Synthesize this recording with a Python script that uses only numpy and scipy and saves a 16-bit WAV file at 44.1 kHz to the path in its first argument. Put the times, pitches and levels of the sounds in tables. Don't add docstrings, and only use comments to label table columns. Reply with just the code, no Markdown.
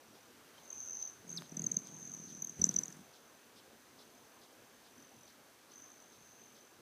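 import sys
import numpy as np
from scipy import signal
from scipy.fft import rfft, irfft, next_fast_len
from scipy.io import wavfile
from scipy.ndimage import uniform_filter1d, minimum_filter1d

SR = 44100
rng = np.random.default_rng(int(sys.argv[2]) if len(sys.argv) > 2 else 0)


def voltage_ratio(level):
    return 10 ** (np.asarray(level, float) / 20)


def transcribe(signal):
    frames = np.atleast_2d(signal).T
    limited = np.clip(frames, -1, 1)
    pcm = np.round(limited * 32767).astype(np.int16)
    wavfile.write(sys.argv[1], SR, pcm)


N = 300299


def unit(x):
    return x / np.sqrt(np.mean(x ** 2) + 1e-20)


def curves(rows):
    s, *columns = np.transpose(rows)
    return [np.interp(np.arange(N) / SR, s, column) for column in columns]


def during(rows):
    t = np.arange(N) / SR
    return np.clip(np.minimum(t - rows[0][0], rows[-1][0] - t) * 50, 0, 1)


def swell(start_s, end_s, db, rise, fall):
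    t = np.arange(N) / SR
    before_s = np.clip(start_s - t, 0, None)
    after_s = np.clip(t - end_s, 0, None)
    return voltage_ratio(db - rise * before_s - fall * after_s)


def filtered(x, response):
    m = next_fast_len(N + SR // 2)
    return irfft(rfft(x, m) * response(np.fft.rfftfreq(m, 1 / SR)), m)[:N]


def noise(spectrum):
    f, db = np.transpose(spectrum)

    def colour(hz):
        return voltage_ratio(np.interp(np.log(hz + 1), np.log(f), db, -120, -120))

    return unit(filtered(rng.standard_normal(N), colour))


def add(out, s, grain):
    i = round(s * SR) - len(grain) // 2
    piece = out[max(i, 0):i + len(grain)]
    piece += grain[max(-i, 0):][:len(piece)]


def echoes(x, t60, gap_s=0):
    t = np.arange(SR // 3) / SR
    tail = rng.standard_normal(len(t)) * voltage_ratio(-60 * t / t60) * (t >= gap_s)
    return signal.fftconvolve(x, tail / np.linalg.norm(tail))[:N]


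def beats(first_s, rate, nearness, scatter_db):
    s, db = np.transpose(nearness)
    at = np.arange(first_s, s[-1], 1 / rate)
    late, size, *chance = rng.standard_normal((len(at), 4)).T
    return np.transpose([at + .001 * late, np.interp(at, s, db) + scatter_db * size, *chance])


def whistle(db, hz, ms, flutter, octave_db=-120, lead_db=-120):
    t = np.arange(-SR // 80, SR // 80) / SR
    u = t / (ms / 2000)
    envelope = 2. ** -np.where(u < 0, np.abs(u) ** 2.1, np.abs(u) ** 3.1)
    rough = np.interp(t, np.linspace(t[0], t[-1], 20), rng.standard_normal(20))
    phase = 2 * np.pi * np.cumsum(hz - 60 * np.clip(u, -3, 3) + 50 * flutter * rough) / SR
    shake_db = 2 * flutter * rough[::-1]
    tone = voltage_ratio(db + shake_db) * np.sin(phase) + voltage_ratio(octave_db) * np.sin(2 * phase)
    early = t + .0018
    scrape = np.convolve(rng.standard_normal(len(t)), np.hanning(44), 'same') / 4
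    hiss = .12 * rng.standard_normal(len(t))
    chirp = (.5 + scrape) * np.sin(2 * np.pi * (7050 - 120000 * early) * early)
    lead = voltage_ratio(lead_db) * np.exp(-(early / 0.0012) ** 2) * (chirp + hiss)
    return envelope * tone + lead


def chip(start_hz, end_hz, overtone_db, fall_s, length_s):
    t = np.arange(SR // 40) / SR
    hz = end_hz - 40000 * t + (start_hz - end_hz) * np.exp(-t / fall_s)
    phase = 2 * np.pi * np.cumsum(hz) / SR
    envelope = np.clip(t / .0016, 0, 1) * voltage_ratio(-800 * t) * np.clip((length_s - t) / .003, 0, 1)
    tone = np.sin(phase) + voltage_ratio(overtone_db) * np.sin(2 * phase) + voltage_ratio(overtone_db - 7) * np.sin(3 * phase)
    return np.concatenate([0 * t, envelope * tone])


# (frequency [Hz], level [dB per Hz])
AIR_COLOUR = [(15, -69), (25, -33), (98, -8), (198, -7.5), (239, -0.5), (296, -3.5), (481, -4.5), (550, -6),
              (1450, -9.5), (1610, -8.5), (1890, -12.5), (5400, -16.5), (6340, -15), (6880, -18.5),
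              (15400, -22)]
# (time [s], level [dB])
BREEZE = [(0.0, -67), (0.47, -65.5), (2.41, -67.5), (2.75, -65), (3.17, -67), (4.51, -66.5), (6.81, -67.5)]


def air():
    z = signal.stft(noise(AIR_COLOUR), nperseg=512)[2]
    field = uniform_filter1d(uniform_filter1d(rng.standard_normal(z.shape), 5, 0), 12, 1)
    low = np.exp(-np.arange(len(z)) / 25)[:, None]
    patchy_db = 2.2 * low * unit(field)
    wind = signal.istft(z * voltage_ratio(patchy_db), nperseg=512)[1][:N]
    return voltage_ratio(curves(BREEZE)[0] + 4.5) * wind


# (time [s], level [dB])
FAR_CHIPS = [(0, -70), (1.8, -63.5), (3.1, -64.5), (4, -62.5), (4.85, -68), (5.3, -67), (6.15, -69),
             (6.6, -66)]


def far_chips():
    out = np.zeros(N)
    t = np.arange(SR // 8) / SR
    for s in np.arange(.138, N / SR, .4273):
        db = np.interp(s, *np.transpose(FAR_CHIPS)) + .5 * rng.standard_normal()
        paths = rng.standard_normal(len(t)) * np.where(t < .04, 1, 0.28 * voltage_ratio(-60 * (t - .04) / 0.34))
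        call = chip(6390, 3266, overtone_db=-11.5, fall_s=.0045, length_s=0.014)
        smear = np.convolve(call, paths / np.linalg.norm(paths))[SR // 40:]
        add(out, s, voltage_ratio(db + 12.5) * np.concatenate([0 * smear, smear]))
    return out


# (time [s], peak level [dB], pitch [Hz])
PEEPS = [
    (.155, -66, 3300),
    (.55, -64, 3150),
    (.583, -56, 3150),
]


def songbird():
    out = np.zeros(N)
    t = np.arange(SR // 8) / SR
    for s, db, hz in PEEPS:
        add(out, s, voltage_ratio(db - 517500 * (t - t.mean()) ** 2) * np.sin(2 * np.pi * hz * t))
    return out


# ((wingbeat [strokes/s], first pitch [Hz], last pitch [Hz], flutter [0-3], echo [dB]),
# nearness rows of (time [s], level [dB]))
FAR_BIRDS = [
    ((40.5, 5955, 5909, 1.2, -10), [(.01, -68), (.25, -64), (.45, -76), (.64, -75)]),
    ((42.5, 6175, 6208, 1.2, -8), [(3.02, -64), (3.35, -61.5), (3.6, -68), (4.18, -61), (4.45, -64), (4.9, -63.5)]),
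    ((43.5, 6060, 6038, 1.1, -7), [(4.912, -64.5), (5.03, -54.5), (5.12, -61), (5.23, -55.5), (5.34, -62)]),
    ((44, 6200, 6292, 1.3, -11), [(5.35, -68), (5.5, -66), (5.7, -75)]),
    ((48.5, 6155, 6084, 0.95, -11), [(5.718, -51.5), (5.81, -48), (5.92, -55.5), (6.05, -55)]),
    ((47.5, 6280, 6046, 0.1, -13), [(6.06, -59), (6.25, -59.5), (6.42, -56), (6.62, -58), (6.8, -73)]),
]


def far_trill():
    out, sent = np.zeros((2, N))
    for (rate, first_hz, last_hz, flutter, echo_db), nearness in FAR_BIRDS:
        middle = len(nearness) // 2
        halves = nearness[:middle + 1], nearness[middle:]
        strokes = np.concatenate([beats(half[0][0], rate, half, scatter_db=0.7) for half in halves])
        for s, db, pitch, _ in strokes:
            hz = np.interp(s, [nearness[0][0], nearness[-1][0]], [first_hz, last_hz])
            stroke = whistle(db, hz + 40 * flutter * pitch, 4.8, flutter)
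            add(out, s, stroke)
            add(sent, s, voltage_ratio(echo_db) * stroke)
    return out + echoes(sent, t60=0.11, gap_s=0.00082)


# (time [s], peak level [dB])
DOWNWASH = [
    (2.601, -50),
    (2.626, -49),
    (2.775, -59),
]


def downwash():
    out = np.zeros(N)
    t = np.arange(-SR // 20, SR // 20) / SR
    for s, db in DOWNWASH:
        add(out, s, voltage_ratio(db) * np.exp(-(t / .011) ** 2) * np.sin(2 * np.pi * 88 * t))
    return out


# (time [s], peak level [dB])
TAPS = [
    (1.4215, -26),
    (2.594, -48),
    (1.326, -50),
    (1.351, -51),
]
# (frequency [Hz], width [Hz], level [dB])
PERCH = [
    (800, 1500, 2),
    (4200, 3600, -5),
    (11000, 7000, -13),
]


def perch():
    blows = np.zeros(N)
    for s, db in TAPS:
        rattle = rng.standard_normal(90) * voltage_ratio(-15 - np.arange(90) * .35)
        rattle[0] = 1
        add(blows, s, voltage_ratio(db + 6) * np.concatenate([0 * rattle, rattle]))

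    def plastic(f):
        total = 0
        for k, (centre, width, db) in enumerate(PERCH):
            band = 1j * f * width / (centre * centre - f * f + 1j * f * width)
            total = total + (-1) ** k * voltage_ratio(db) * band
        return total

    return filtered(blows, plastic)


# (time [s], level [dB], start pitch [Hz], end pitch [Hz])
NEAR_CHIP = [
    (1.3718, -33, 6100, 4150),
]


def near_chip():
    out = np.zeros(N)
    for s, db, start_hz, end_hz in NEAR_CHIP:
        add(out, s, voltage_ratio(db) * chip(start_hz, end_hz, overtone_db=-20, fall_s=.0034, length_s=.021))
    return out + voltage_ratio(-18) * echoes(out, t60=0.16, gap_s=.006)


# (time [s], pitch [Hz], level [dB])
DRONE = [
    [(1.3, 169.6, -53), (1.328, 172, -64), (1.38, 168, -48), (1.46, 163, -74)],
    [(1.5, 156.7, -69), (1.518, 156.3, -60), (1.558, 157.7, -70), (1.642, 161, -47), (1.8, 169.5, -66)],
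]


def drone():
    out = np.zeros(N)
    for rows in DRONE:
        hz, db = curves(rows)
        out += during(rows) * voltage_ratio(db + 1.0) * np.sin(2 * np.pi * np.cumsum(hz) / SR)
    return out


# (first time [s], last time [s], wingbeat [strokes/s])
HOVERS = [
    (1.2494, 1.42, 42.5),
    (1.7996, 2.385, 39.76),
    (2.9075, 3.02, 46),
]
# (first level [dB], last level [dB])
HOVER_DB = [(-49, -52), (-51, -46), (-53, -48)]
# (from [s], to [s], stirred air level [dB], feather rustle level [dB])
BOUTS = [
    (1.303, 1.424, -59, -63.5),
    (1.566, 1.747, -54, -64.5),
    (1.836, 2.47, -63, -70),
    (2.6, 2.821, -54.5, -60),
    (2.89, 3.02, -67.5, -72.5),
]
# (frequency [Hz], level [dB per Hz])
HUM = [(60, -24), (90, -49), (130, -3.5), (165, -2), (220, -11.5), (330, -9.5), (500, -25.5), (800, -25)]
# (frequency [Hz], level [dB per Hz])
RUSTLE = [(300, -3), (700, -12), (1800, -10), (3000, -16.5), (8000, -12.5), (15000, -23)]


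def wing_hum():
    out, gate = np.zeros((2, N))
    t = np.arange(-SR // 20, SR // 20) / SR
    pushes = [(row[0] + 0.00447, row[4]) for row in LEAVING + ARRIVING]
    for (first_s, last_s, rate), (first_db, last_db) in zip(HOVERS, HOVER_DB):
        nearness = [(first_s, first_db), (last_s, last_db)]
        pushes += [row[:2] for row in beats(first_s, rate, nearness, scatter_db=0.5)]
    for s, db in pushes:
        hz = 209.5 * np.exp(.09 * rng.standard_normal())
        puff = np.exp(-(t * hz / 0.49) ** 2 / 2) * np.sin(2 * np.pi * hz * t - 1.2)
        snap = 0.28 * np.exp(-(t / 0.0028) ** 2) * np.sin(2 * np.pi * 400 * t)
        ring = voltage_ratio(-3.5 - 60 * t / 0.056) * np.clip(t / 0.0052, 0, 1) * np.sin(2 * np.pi * 166 * t)
        add(out, s, voltage_ratio(db - 2.0) * (puff + ring + snap))
        add(gate, s - .003, np.exp(-(t / .006) ** 2))
    hum = sum(swell(start, end, db, rise=252, fall=193) for start, end, db, _ in BOUTS)
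    rustle = sum(swell(start, end, db, rise=252, fall=193) for start, end, _, db in BOUTS)
    return out + hum * noise(HUM) + rustle * (.45 + gate) * noise(RUSTLE)


# (time [s], whistle level [dB], pitch [Hz], length [ms], push of air level [dB])
LEAVING = [(1.4956, -46.5, 5970, 2.4, -56), (1.5205, -45.5, 6000, 4.7, -41), (1.546, -52, 6060, 3.3, -47),
           (1.571, -30.5, 6130, 3.7, -39.5), (1.5961, -31, 6320, 3, -35.5), (1.6205, -32, 6500, 1.7, -41.5),
           (1.6435, -32.5, 6550, 4.9, -37), (1.6677, -22.5, 6230, 4.5, -39), (1.694, -44, 6300, 1.9, -53),
           (1.7182, -29, 6270, 4.2, -41), (1.7447, -34.5, 6190, 2.3, -50), (1.7692, -21, 6340, 3.6, -36),
           (1.7897, -39, 6160, 2.7, -70), (1.8717, -39.5, 6190, 1.7, -73)]
# (time [s], whistle level [dB], pitch [Hz], length [ms], push of air level [dB])
ARRIVING = [(2.4238, -29, 6280, 4.4, -48), (2.448, -29.5, 6390, 3.3, -48.5), (2.473, -35, 6270, 3.3, -53),
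            (2.4971, -36.5, 6300, 3.7, -49), (2.521, -54, 6190, 2.8, -52), (2.595, -48, 6190, 3.3, -34),
            (2.6186, -22, 5980, 4.6, -33.5), (2.6428, -13, 6010, 2.25, -33), (2.656, -31, 6700, 1.6, -70),
            (2.6672, -38, 6120, 5.6, -34), (2.6922, -19.5, 6090, 2.9, -32.5), (2.7135, -40, 6220, 3, -53),
            (2.743, -31, 6300, 1.9, -42), (2.765, -23, 5990, 4.8, -40), (2.7891, -22.5, 6050, 4.4, -45),
            (2.8127, -49, 6190, 3.0, -52), (2.8362, -26, 6090, 2.9, -61), (2.858, -37, 6600, 2.2, -53),
            (2.882, -35, 6170, 1.9, -47), (2.905, -48, 6300, 2.5, -70), (2.9269, -43, 6000, 2.1, -68),
            (2.969, -57, 6290, 2.2, -69)]
# (time [s], octave under the whistle [dB], lead-in chirp of the next feather [dB])
FACING = [(.7, -37, -84), (1.4, -35, -66), (1.63, -31, -44), (1.68, -33, -51), (2.36, -24, -66),
          (2.43, -19, -50), (2.58, -21, -65), (2.643, -40, -32.5), (2.7, -32, -48)]
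# (first stroke [s], wingbeat [strokes/s], pitch [Hz], whistle length [ms])
PASSES = [
    (.6565, 40.4, 6300, 3.8),
    (.8284, 42.8, 6290, 3.2),
    (.7903, 42.12, 6080, 4.8),
    (1.2805, 40.5, 6400, 5),
    (1.2947, 43, 6150, 4.6),
    (1.9447, 46.2, 6320, 4.6),
    (2.1475, 44.8, 6130, 2.7),
]
# (time [s], whistle level [dB])
NEARNESS = [
    [(.65, -54), (.685, -56), (.715, -32.5), (.77, -48), (.81, -35)],
    [(.828, -36.5), (.9, -41), (1.0, -39), (1.04, -36), (1.1, -47)],
    [(.79, -50), (.909, -36), (.935, -40), (.957, -37.5), (1.0, -48), (1.027, -31), (1.075, -40),
     (1.11, -45)],
    [(1.28, -48), (1.33, -39), (1.36, -48)],
    [(1.29, -39.5), (1.34, -50), (1.37, -38)],
    [(1.94, -49), (2.04, -44.5), (2.14, -41)],
    [(2.147, -39), (2.2, -48), (2.27, -50), (2.41, -46)],
]
# (from [s], to [s], level [dB], rise [dB/s], fall [dB/s])
SCATTER = [
    (0.754, 1.03, -52.5, 170, 100),
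    (.97, 1.005, -50.5, 58, 106),
    (1.313, 1.31, -54.5, 600, 76),
    (1.744, 2.8, -60, 44, 68),
    (2.036, 2.12, -56, 34, 35),
    (2.243, 2.366, -57, 44, 31),
    (5.745, 5.85, -64, 400, 50),
    (6.3, 6.418, -67, 33, 38),
]
SCATTER_SHIFT_HZ = [30, 0, 60, 0, 120, -90, 60, 30]
# (frequency [Hz], level [dB per Hz])
FEATHER = [(5400, -40), (5800, -17), (6020, -2), (6330, -2), (6530, -12), (6850, -34)]


def near_trill():
    out = np.zeros(N)
    octave_db, lead_db = curves(FACING)
    strokes = [(*row[:4], 1) for row in LEAVING + ARRIVING]
    for (first_s, rate, hz, ms), nearness in zip(PASSES, NEARNESS):
        for s, db, a, b in beats(first_s, rate, nearness, scatter_db=2.2):
            strokes.append((s, db, hz + 39 * a, ms * voltage_ratio(0.88 * b), 0.78))
    for s, db, hz, ms, flutter in strokes:
        i = round(s * SR)
        a, b = rng.standard_normal(2)
        weak = min(db + 35.5, 0)
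        add(out, s, whistle(db, hz, ms, flutter, db + octave_db[i] + a, lead_db[i] + weak + 2 * b))
    blur = np.zeros(N)
    for row, shift_hz in zip(SCATTER, SCATTER_SHIFT_HZ):
        blur += swell(*row) * noise(np.add(FEATHER, [shift_hz, 0]))
    return out + voltage_ratio(-20.0) * echoes(out, t60=0.21, gap_s=0.00068) + blur


def scene():
    background = air() + far_chips() + songbird() + far_trill()
    feeder = downwash() + perch() + near_chip() + drone() + wing_hum() + near_trill()
    return (background + feeder)[None]


def masked(x, under_db, slope_db):
    hz, _, z = signal.stft(x, SR, nperseg=1024)
    power = uniform_filter1d(uniform_filter1d(np.abs(z) ** 2, 9, 0), 2, 1)
    level_db = 10 * np.log10(np.abs(power) + 1e-20)
    whistle_db = minimum_filter1d(level_db[(hz > 5700) & (hz < 6600)].max(0), size=3)
    mask_db = whistle_db - under_db - slope_db * (hz[:, None] - 7000) / 1000
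    audible = (level_db > mask_db) | (hz[:, None] < 6950)
    return signal.istft(z * audible, SR, nperseg=1024)[1][:N]


def band_limit(x):
    return signal.sosfilt(signal.butter(12, 15630, fs=SR, output="sos"), x)


def record(dry):
    limited = filtered(dry[0], lambda hz: hz < 15440)
    heard = masked(limited, under_db=32.0, slope_db=3.0)
    return band_limit(heard[None])


dry = scene()
out = record(dry)
transcribe(out)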